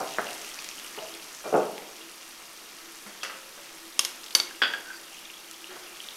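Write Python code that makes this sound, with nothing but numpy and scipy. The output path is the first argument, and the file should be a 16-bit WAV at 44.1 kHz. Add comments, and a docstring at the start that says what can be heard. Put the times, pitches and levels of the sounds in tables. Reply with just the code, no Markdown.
"""A small kitchen, heard close up: meat sizzles softly in a clay pot over a rushing, humming gas ring.
Steam bubbles hiss and crackle, and now and then a drop of fat spits. Beside the stove things are set
down, a cupboard door bumps shut, a utensil rattles, a spice tub's lid snaps twice and crockery clinks
and slides on the worktop. Each hit is a noise burst plus ringing modes, with a short room tail."""
import sys
import numpy as np
from scipy import signal
from scipy.fft import rfft, irfft, next_fast_len
from scipy.io import wavfile

SR = 44100
rng = np.random.default_rng(int(sys.argv[2]) if len(sys.argv) > 2 else 0)


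def generate_wav(signal):
    """Clip the signal to [-1, 1] and save it as 16-bit WAV at the path in sys.argv[1]."""
    frames = np.transpose(np.atleast_2d(signal))
    scaled = np.clip(frames, -1, 1) * 32767
    pcm = np.round(scaled).astype(np.int16)
    wavfile.write(sys.argv[1], SR, pcm)


N = 271777
AGE = np.arange(30870) / SR  # time since a hit, t/s

# kitchen reverb decay: f/Hz, t60/s
ROOM_DECAY = [(150, 0.78), (500, 0.9), (1500, 0.49), (5000, 0.38), (12000, 0.3)]
# fader ride of the sizzle, highest while the microphone is close to the pot: t/s, level/dB
SIZZLE_RIDE = [(0.0, -43.5), (2.11, -49.5), (4.1, -49.5), (4.2, -48.5), (5.56, -50), (6.16, -48)]
# tone of the frying: f/Hz, level/dB
FRYING_EQ = [(80, -16), (200, -4.5), (500, 2.5), (900, 4.5), (1300, 1.5), (2000, 3), (2900, 2), (4000, 1),
             (5700, 2.5), (7500, -2.5), (11000, -2.5), (14000, -4.5), (16000, -52)]
# tone of the gas flame: f/Hz, level/dB
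FLAME_EQ = [(20, 10.5), (45, 0.5), (75, -18), (120, -6.5), (180, 4.5), (300, 8), (450, 7), (700, -5.5),
            (1300, 12.5), (2500, -64), (6000, -8)]
# things set down or shifted: t/s, level/dB, low-pass/Hz, contact t60/s, hollow note/Hz, note/dB
THUD_CUES = [(0.0, -26.5, 1260, 0.25, 772, -10), (0.1847, -24.5, 1610, 0.012, 1204, -15),
             (.191, -26.5, 1260, 0.028, 413, -11), (.975, -36, 1150, 0.14, 420, -3.5),
             (1.018, -42, 1130, 0.13, 638, 4), (3.06, -41.5, 2300, 0.26, 202, -5.5),
             (3.575, -46, 1800, 0.11, 573, -9), (5.685, -40, 2570, 0.49, 367, -5.5),
             (5.751, -42.5, 1590, 0.24, 365, -1.5)]
# tone shared by those thuds: f/Hz, level/dB
THUD_EQ = [(70, -42), (140, -12), (260, -9), (400, -1), (700, 1.5), (1000, -2), (1500, 2.5), (3000, -3)]
# the loudest spits of fat: t/s, level/dB, f/Hz, width/Hz
SPIT_CUES = [(0.147, -44, 3070, 500), (0.2694, -41.5, 2960, 650), (0.2883, -41, 2650, 600),
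             (.308, -46, 3800, 1500), (.3314, -43.5, 5200, 7000), (0.446, -46, 2530, 500),
             (.5153, -47.5, 3170, 550), (0.5438, -44, 5600, 3530), (0.59, -41.5, 2540, 480),
             (.645, -40.5, 3600, 9000), (0.689, -44, 2500, 900), (.689, -39, 5270, 5000),
             (0.7825, -44.5, 2910, 400), (.798, -46, 3200, 6000), (.8455, -43, 2950, 400),
             (.866, -46, 2970, 400), (.971, -48, 2500, 450), (0.988, -40, 2900, 350),
             (1.02, -48, 2700, 350), (1.0656, -48, 2850, 350), (1.084, -47, 2800, 350),
             (1.1402, -45, 3700, 2200), (1.149, -50, 2800, 900), (1.349, -47.5, 4180, 4500),
             (1.7803, -41.5, 2100, 3000), (5.148, -49, 2530, 400), (5.169, -47, 3020, 450),
             (5.184, -47, 3000, 352), (5.254, -45.5, 3500, 500), (5.301, -44.5, 2730, 700),
             (5.34, -46, 3300, 400), (5.369, -47.5, 3320, 400), (5.445, -50, 3180, 550),
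             (5.5127, -43, 5800, 8000), (5.643, -42, 2850, 480), (6.003, -38.5, 3080, 500),
             (6.087, -38.5, 3400, 1014)]
# the door brushes its frame, then meets it: t/s, level/dB, ring/dB, low-pass/Hz
DOOR_CUES = [(1.441, -41, -4, 2000), (1.456, -35.5, 4.5, 2000), (1.5249, -25.5, 6.5, 750),
             (1.5407, -26, 12, 3000), (1.55, -25.5, -7, 3020)]
# tone of the door's knock: f/Hz, level/dB
DOOR_EQ = [(60, -31), (110, -20), (160, -5), (240, -5.5), (380, 5.5), (600, 4), (800, 2.5), (1000, -1.5),
           (1350, 2.5), (1900, -17.5), (2600, -14), (4000, -53)]
# the cupboard's boom: f/Hz, level/dB, t60/s
CUPBOARD_MODES = [(143, -11, 0.4), (203, -12, 0.5), (288, -7, 0.35), (356, -2, 0.4), (431, 3, 0.4),
                  (501, 1, 0.38), (544, 3, 0.38), (623, 4.5, 0.4), (687, 1.5, 0.36), (755, 1.5, 0.33),
                  (829, -3, 0.33), (883, -3, 0.33), (1112, -7, 0.48), (2570, -19, 0.35)]
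# the latch rings as it first brushes the frame: t/s, level/dB, f/Hz, t60/s
LATCH_CUES = [(1.446, -41.5, 2385, 0.3)]
# slides on the worktop: t/s, length/s, level/dB, f/Hz, width/Hz
SCRAPE_CUES = [(3.209, 0.024, -47, 3300, 150), (4.823, .16, -47.5, 1525, 45),
               (4.912, .08, -52.5, 4680, 160)]
# the utensil is laid down and rattles: t/s, level/dB, low-pass/Hz, contact t60/s, ring/dB
RATTLE_CUES = [(3.232, -32.5, 11000, 0.078, 0), (3.2475, -38, 4200, 0.06, -8),
               (3.297, -39, 2300, 0.064, -7), (3.328, -45, 1900, 0.16, -13), (3.362, -50, 7000, 0.035, -8)]
# tone of the utensil's knock: f/Hz, level/dB
UTENSIL_EQ = [(120, -32), (300, -5), (900, -6.5), (1350, 4), (2300, -0.5), (3300, 0), (4000, -11),
              (4700, -3), (7500, -8.5), (11000, -9), (15000, -18)]
# the utensil's modes: f/Hz, level/dB, t60/s
UTENSIL_RING = [(534, -15.5, 0.33), (1273, -9.5, 0.21), (1990, -6, 0.15), (2645, -3, 0.07),
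                (2716, -5, 0.066), (3350, -2, 0.052), (4500, 5, 0.02), (4880, 4, 0.021), (5900, -5, 0.046)]
# the lid's two catches snap and rebound: t/s, level/dB, low-pass/Hz, which catch, crack/dB, tub/dB
SNAP_CUES = [(3.9927, -17, 14800, "front", -8.5, -23), (4.0496, -29, 13800, "front", -1, -13),
             (4.3505, -13.5, 12000, "back", -14, -23.5), (4.3532, -28, 15600, "back", 5.5, -8.5),
             (4.40, -22.5, 5100, "back", -11, -13.5)]
# tone of the lid's crack: f/Hz, level/dB
LID_EQ = [(90, -27), (170, -18), (400, -9), (700, -8.5), (1080, -2), (1600, -2), (2300, -4.5), (3100, 4),
          (3700, 2.5), (5000, 1.5), (6000, 2.5), (7800, -3), (9700, 1), (11000, -1), (13200, -2),
          (16000, -25)]
# modes of the "front" and the "back" catch: f/Hz, level/dB, t60/s
CATCH_RING = {"front": [(1140, -10.5, 0.022), (2800, -5, 0.02), (3170, -3, 0.024), (5300, 1.5, 0.017),
              (6000, -2, 0.013), (6530, -5.5, 0.023), (9500, 1.5, 0.0045), (12800, -12, 0.0036)],
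              "back": [(2200, -13, 0.014), (3230, -8, 0.016), (3700, -4.5, 0.014), (4572, 0, 0.03),
              (5070, -9, 0.014), (6040, -1.5, 0.015)]}
# the hollow tub's modes: f/Hz, level/dB, t60/s
TUB_RING = [(351, -5, 0.096), (540, -5, 0.08), (785, -10, 0.06), (1054, -2.5, 0.06), (1410, 1.5, 0.055),
            (2190, 11, 0.023)]
# plastic creaks under the thumb before it gives: t/s, level/dB, f/Hz
CREAK_CUES = [(4.234, -46, 3680), (4.241, -43.5, 5200), (4.262, -42, 3420), (4.282, -46, 3500),
              (4.307, -41.5, 3400), (4.326, -45, 4600)]
# crockery is put down and rocks: t/s, level/dB, low-pass/Hz, ring/dB, chatter/dB
CLINK_CUES = [(4.509, -49.5, 1870, -6, 7), (4.6184, -23, 2880, -8, 1.5), (4.622, -24, 5750, 4, -18),
              (4.6343, -22.5, 5000, -10, -21), (4.737, -34, 3000, -13, 8), (4.902, -45, 2000, 6, -7)]
# tone of the crockery's knock: f/Hz, level/dB
CROCKERY_EQ = [(90, -33), (180, -15.5), (400, -6.5), (700, -5.5), (1050, -4), (1550, 6.5), (2100, -3),
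               (2900, 1), (3400, 7.5), (4000, -10), (4800, 0.5), (6000, -19), (12000, -28)]
# the crockery's paired modes: f/Hz, level/dB, t60/s
CROCKERY_RING = [(1376, -3, .16), (1496, 0, 0.28), (1556, -1.5, 0.31), (1809, -12, 0.38),
                 (3327, -2.5, 0.42), (3406, -2.5, 0.42), (4673, -12, 0.6), (4760, -9, 0.42),
                 (7876, -12, 0.09), (8323, -9, .08)]


def from_db(db):
    """Decibels to gain."""
    return 10 ** (np.asarray(db) / 20)


def rms_one(x):
    """Scale to rms 1."""
    return x / np.sqrt(np.mean(x ** 2) + 1e-20)


def unit_hit(x):
    """Scale to the energy of 10 ms at rms 1."""
    return x * np.sqrt(SR / 100 / (np.sum(x ** 2) + 1e-20))


def at_hz(points, hz):
    """Read a curve on a log-frequency axis."""
    points = np.array(points)
    return np.interp(np.log(np.maximum(hz, 1)), np.log(points[:, 0]), points[:, 1])


def eq(x, curve):
    """Minimum-phase EQ: nothing rings ahead of an attack."""
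    size = 2 * next_fast_len(len(x) // 2 + SR // 10)
    gains = from_db(at_hz(curve, np.fft.rfftfreq(size, 1 / SR)))
    cepstrum = irfft(np.log(gains))
    cepstrum[1:size // 2] *= 2
    cepstrum[size // 2 + 1:] = 0
    return irfft(rfft(x, size) * np.exp(rfft(cepstrum)))[:len(x)]


def pass_filter(x, hz, kind, order=2):
    """Low- or high-pass."""
    sos = signal.butter(order, min(hz, SR / 2 - 1000), kind, fs=SR, output="sos")
    return signal.sosfilt(sos, x + 1e-18)


def resonate(x, hz, width_hz):
    """One resonant peak."""
    radius = np.exp(-np.pi * width_hz / SR)
    feedback = [1, -2 * radius * np.cos(2 * np.pi * hz / SR), radius ** 2]
    return signal.lfilter([1, 0, -1], feedback, x + 1e-18) * (1 - radius ** 2) / 2


def fade(t60):
    """Exponential decay, 60 dB down after t60 seconds."""
    return np.exp(-np.log(1000) * AGE / t60)


def burst(t60):
    """A contact's dense, quickly dying vibration, with a flat spectrum."""
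    decay = fade(t60)
    noise = rng.standard_normal(len(AGE)) * decay
    whitened = irfft(np.exp(1j * np.angle(rfft(noise))))
    return whitened * decay ** 0.1 * (AGE < t60)


def knock(t60, curve, top_hz):
    """The attack of a hit: a burst in the object's tone, low-passed to set its hardness."""
    return unit_hit(pass_filter(eq(burst(t60), curve), top_hz, "low"))


def ring(modes):
    """Struck modes: decaying sines at random phases."""
    return sum(from_db(db) * fade(t60) * np.sin(2 * np.pi * (hz * AGE + rng.random()))
               for hz, db, t60 in modes)


def add(track, t, sound):
    """Mix a sound in at t seconds."""
    start = max(round(t * SR), 0)
    track[start:start + len(sound)] += sound[:N - start]


def in_kitchen(sound, room_db, build_s=0.00082):
    """Direct sound plus diffuse reflections, which build up and then die soonest in the treble."""
    white = rfft(rng.standard_normal(len(AGE)))
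    hz = np.fft.rfftfreq(len(AGE), 1 / SR)
    splits_hz = [0, 300, 1000, 3000, 7500, SR / 2]
    walls = sum(irfft(white * (hz >= low) * (hz < high)) * fade(at_hz(ROOM_DECAY, (low + high) / 2))
                for low, high in zip(splits_hz, splits_hz[1:]))
    walls *= 1 - np.exp(-(AGE / build_s) ** 2)
    tail = signal.fftconvolve(sound, walls / np.linalg.norm(walls))[:len(sound)]
    return sound + from_db(room_db) * np.std(sound) * rms_one(tail)


def ride(db, follows):
    """A layer's gain: db at the mean sizzle, moving by `follows` dB per dB of sizzle."""
    sizzle_db = np.interp(np.arange(N) / SR, *np.transpose(SIZZLE_RIDE))
    return from_db(db + follows * (sizzle_db - sizzle_db.mean()))


def pop(x, hz, width_hz):
    """A bubble's note swells and dies within a few milliseconds: the same resonance twice."""
    return resonate(resonate(x, hz, width_hz), hz, width_hz)


def bubbles(per_s, spread_db, pitches_hz, width_share):
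    """Bubbles burst at random moments, each with its own size and pitch; rms 1."""
    sizes = from_db(spread_db * np.minimum(rng.exponential(1, N), 3.5))
    polarity = rng.choice([-1, 1], N)
    clicks = sizes * polarity * (rng.random(N) < per_s / SR)
    pitch_index = rng.integers(0, len(pitches_hz), N)
    return rms_one(sum(pop(clicks * (pitch_index == k), hz, hz * width_share)
                       for k, hz in enumerate(pitches_hz)))


def swells(per_s):
    """A slow random drift around zero."""
    points = rng.standard_normal(int(per_s * N / SR) + 2)
    return np.interp(np.arange(N) * per_s / SR, np.arange(len(points)), points)


def frying():
    """Tiny steam bubbles merge to a hiss; larger ones crackle and the wettest pop in clusters."""
    hiss = rms_one(eq(rng.standard_normal(N), FRYING_EQ))
    crackle = bubbles(per_s=1700, spread_db=6, pitches_hz=np.geomspace(1300, 11000, 20), width_share=0.55)
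    crackle = ride(-51.5, follows=1.41) * rms_one(eq(crackle, FRYING_EQ))
    pops = bubbles(per_s=110, spread_db=2.5, pitches_hz=np.geomspace(2450, 3600, 10), width_share=0.1)
    pops *= ride(-59, follows=0.79) * from_db(2.9 * swells(per_s=7.2))
    smeared = in_kitchen(crackle + pops, room_db=-1.5)  # by pot and walls
    return ride(-48, follows=0.69) * hiss + smeared


def flame(hum_db=-61.5, throb_db=4, period_s=0.913, crest_s=3.85):
    """A soft rush of burning gas over a narrow hum that throbs slowly."""
    rush = rms_one(eq(rng.standard_normal(N), FLAME_EQ))
    hum = rms_one(resonate(rng.standard_normal(N), hz=333, width_hz=10))
    throb = np.cos(2 * np.pi * (np.arange(N) / SR - crest_s) / period_s)
    return ride(-55.5, follows=0.98) * rush + from_db(hum_db + throb_db * throb) * hum


def thuds(attack_share=0.018, note_t60=0.19):
    """Things land softly, each with a dull hollow note; longer contacts are short slides that ease in."""
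    out = np.zeros(N)
    for t, db, top_hz, t60, note_hz, note_db in THUD_CUES:
        attack = 1 - np.exp(-AGE / (attack_share * t60))
        body = eq(attack * burst(t60), THUD_EQ)
        body = unit_hit(pass_filter(body, top_hz, "low", order=6))
        note = attack * ring([(note_hz, 0, note_t60)])
        note = from_db(note_db) * unit_hit(pass_filter(note, top_hz, "low", order=6))
        add(out, t, from_db(db) * in_kitchen(body + note, room_db=-3))
    return out


def spits():
    """Single drops burst in the hot fat: big ones pop at a clear pitch, small ones only tick."""
    out = np.zeros(N)
    click = signal.unit_impulse(SR // 20)
    for t, db, hz, width_hz in SPIT_CUES:
        add(out, t, from_db(db) * unit_hit(pop(click, hz, width_hz)))
    return in_kitchen(pass_filter(out, 13000, "low"), room_db=-6)


def door(knock_t60=0.045):
    """The latch rings, the door knocks on its frame and the cupboard booms."""
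    out = np.zeros(N)
    for t, db, ring_db, top_hz in DOOR_CUES:
        bump = in_kitchen(knock(knock_t60, DOOR_EQ, top_hz), room_db=4)
        boom = unit_hit(pass_filter(ring(CUPBOARD_MODES), top_hz, "low", order=4))
        add(out, t, from_db(db) * (bump + from_db(ring_db) * boom))
    for t, db, hz, t60 in LATCH_CUES:
        add(out, t, from_db(db) * unit_hit(ring([(hz, 0, t60)])))
    return pass_filter(out, 100, "high", order=6)  # wood radiates little deep bass


def scrapes():
    """Friction keeps one mode of a sliding object singing; it swells and fades with the stroke."""
    out = np.zeros(N)
    for t, length_s, db, hz, width_hz in SCRAPE_CUES:
        stroke = signal.windows.tukey(int(length_s * SR), 0.5)
        note = resonate(rng.standard_normal(len(stroke)), hz, width_hz)
        add(out, t, from_db(db) * rms_one(stroke * note))
    return out


def utensil():
    """A light knock, then ever softer touches as the utensil settles; each rings the same modes."""
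    out = np.zeros(N)
    for t, db, top_hz, t60, ring_db in RATTLE_CUES:
        tap = knock(t60, UTENSIL_EQ, top_hz)
        tone = from_db(ring_db) * unit_hit(pass_filter(ring(UTENSIL_RING), top_hz, "low"))
        add(out, t, from_db(db) * in_kitchen(tap + tone, room_db=-1.5))
    return out


def lid(crack_t60=0.024):
    """Stiff plastic snaps and creaks; a snap layers a crack, the catch's brief ring and the tub's note."""
    out = np.zeros(N)
    for t, db, top_hz, catch, crack_db, tub_db in SNAP_CUES:
        crack = from_db(crack_db) * knock(crack_t60, LID_EQ, top_hz)
        tone = unit_hit(pass_filter(ring(CATCH_RING[catch]), top_hz, "low"))
        tub = from_db(tub_db) * unit_hit(ring(TUB_RING))
        snap = in_kitchen(crack, room_db=-2.5)
        snap += in_kitchen(tone, room_db=-13)
        snap += in_kitchen(tub, room_db=-2)
        add(out, t, from_db(db) * snap)
    for t, db, hz in CREAK_CUES:
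        creak = resonate(burst(t60=0.034), hz, width_hz=1100)
        add(out, t, from_db(db) * unit_hit(creak))
    return pass_filter(out, 150, "high", order=4)


def crockery(knock_t60=0.042, chatter_hz=1635, chatter_t60=0.058):
    """Each touch knocks and rings, duller when gentle; the foot chatters briefly on the worktop."""
    out = np.zeros(N)
    for t, db, top_hz, ring_db, chatter_db in CLINK_CUES:
        tap = knock(knock_t60, CROCKERY_EQ, top_hz)
        tone = from_db(ring_db) * unit_hit(pass_filter(ring(CROCKERY_RING), top_hz, "low", order=4))
        chatter = from_db(chatter_db) * unit_hit(ring([(chatter_hz, 0, chatter_t60)]))
        clink = in_kitchen(tap, room_db=-2) + in_kitchen(chatter, room_db=-8.5) + tone
        add(out, t, from_db(db) * clink)
    return pass_filter(out, 160, "high", order=4)


def scene():
    """The stove's bed and the spot effects in one mono mix, the same in both channels."""
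    mono = frying() + flame() + thuds() + spits() + door() + scrapes() + utensil() + lid() + crockery()
    return np.array([mono, mono])


def record(dry, ceiling=0.85, cutoff_hz=15700):
    """Clip the peaks just under full scale, then cut the top steeply."""
    high_cut = signal.ellip(10, 0.1, 80, cutoff_hz, fs=SR, output="sos")
    return signal.sosfilt(high_cut, np.clip(dry, -ceiling, ceiling))


dry = scene()
out = record(dry)
generate_wav(out)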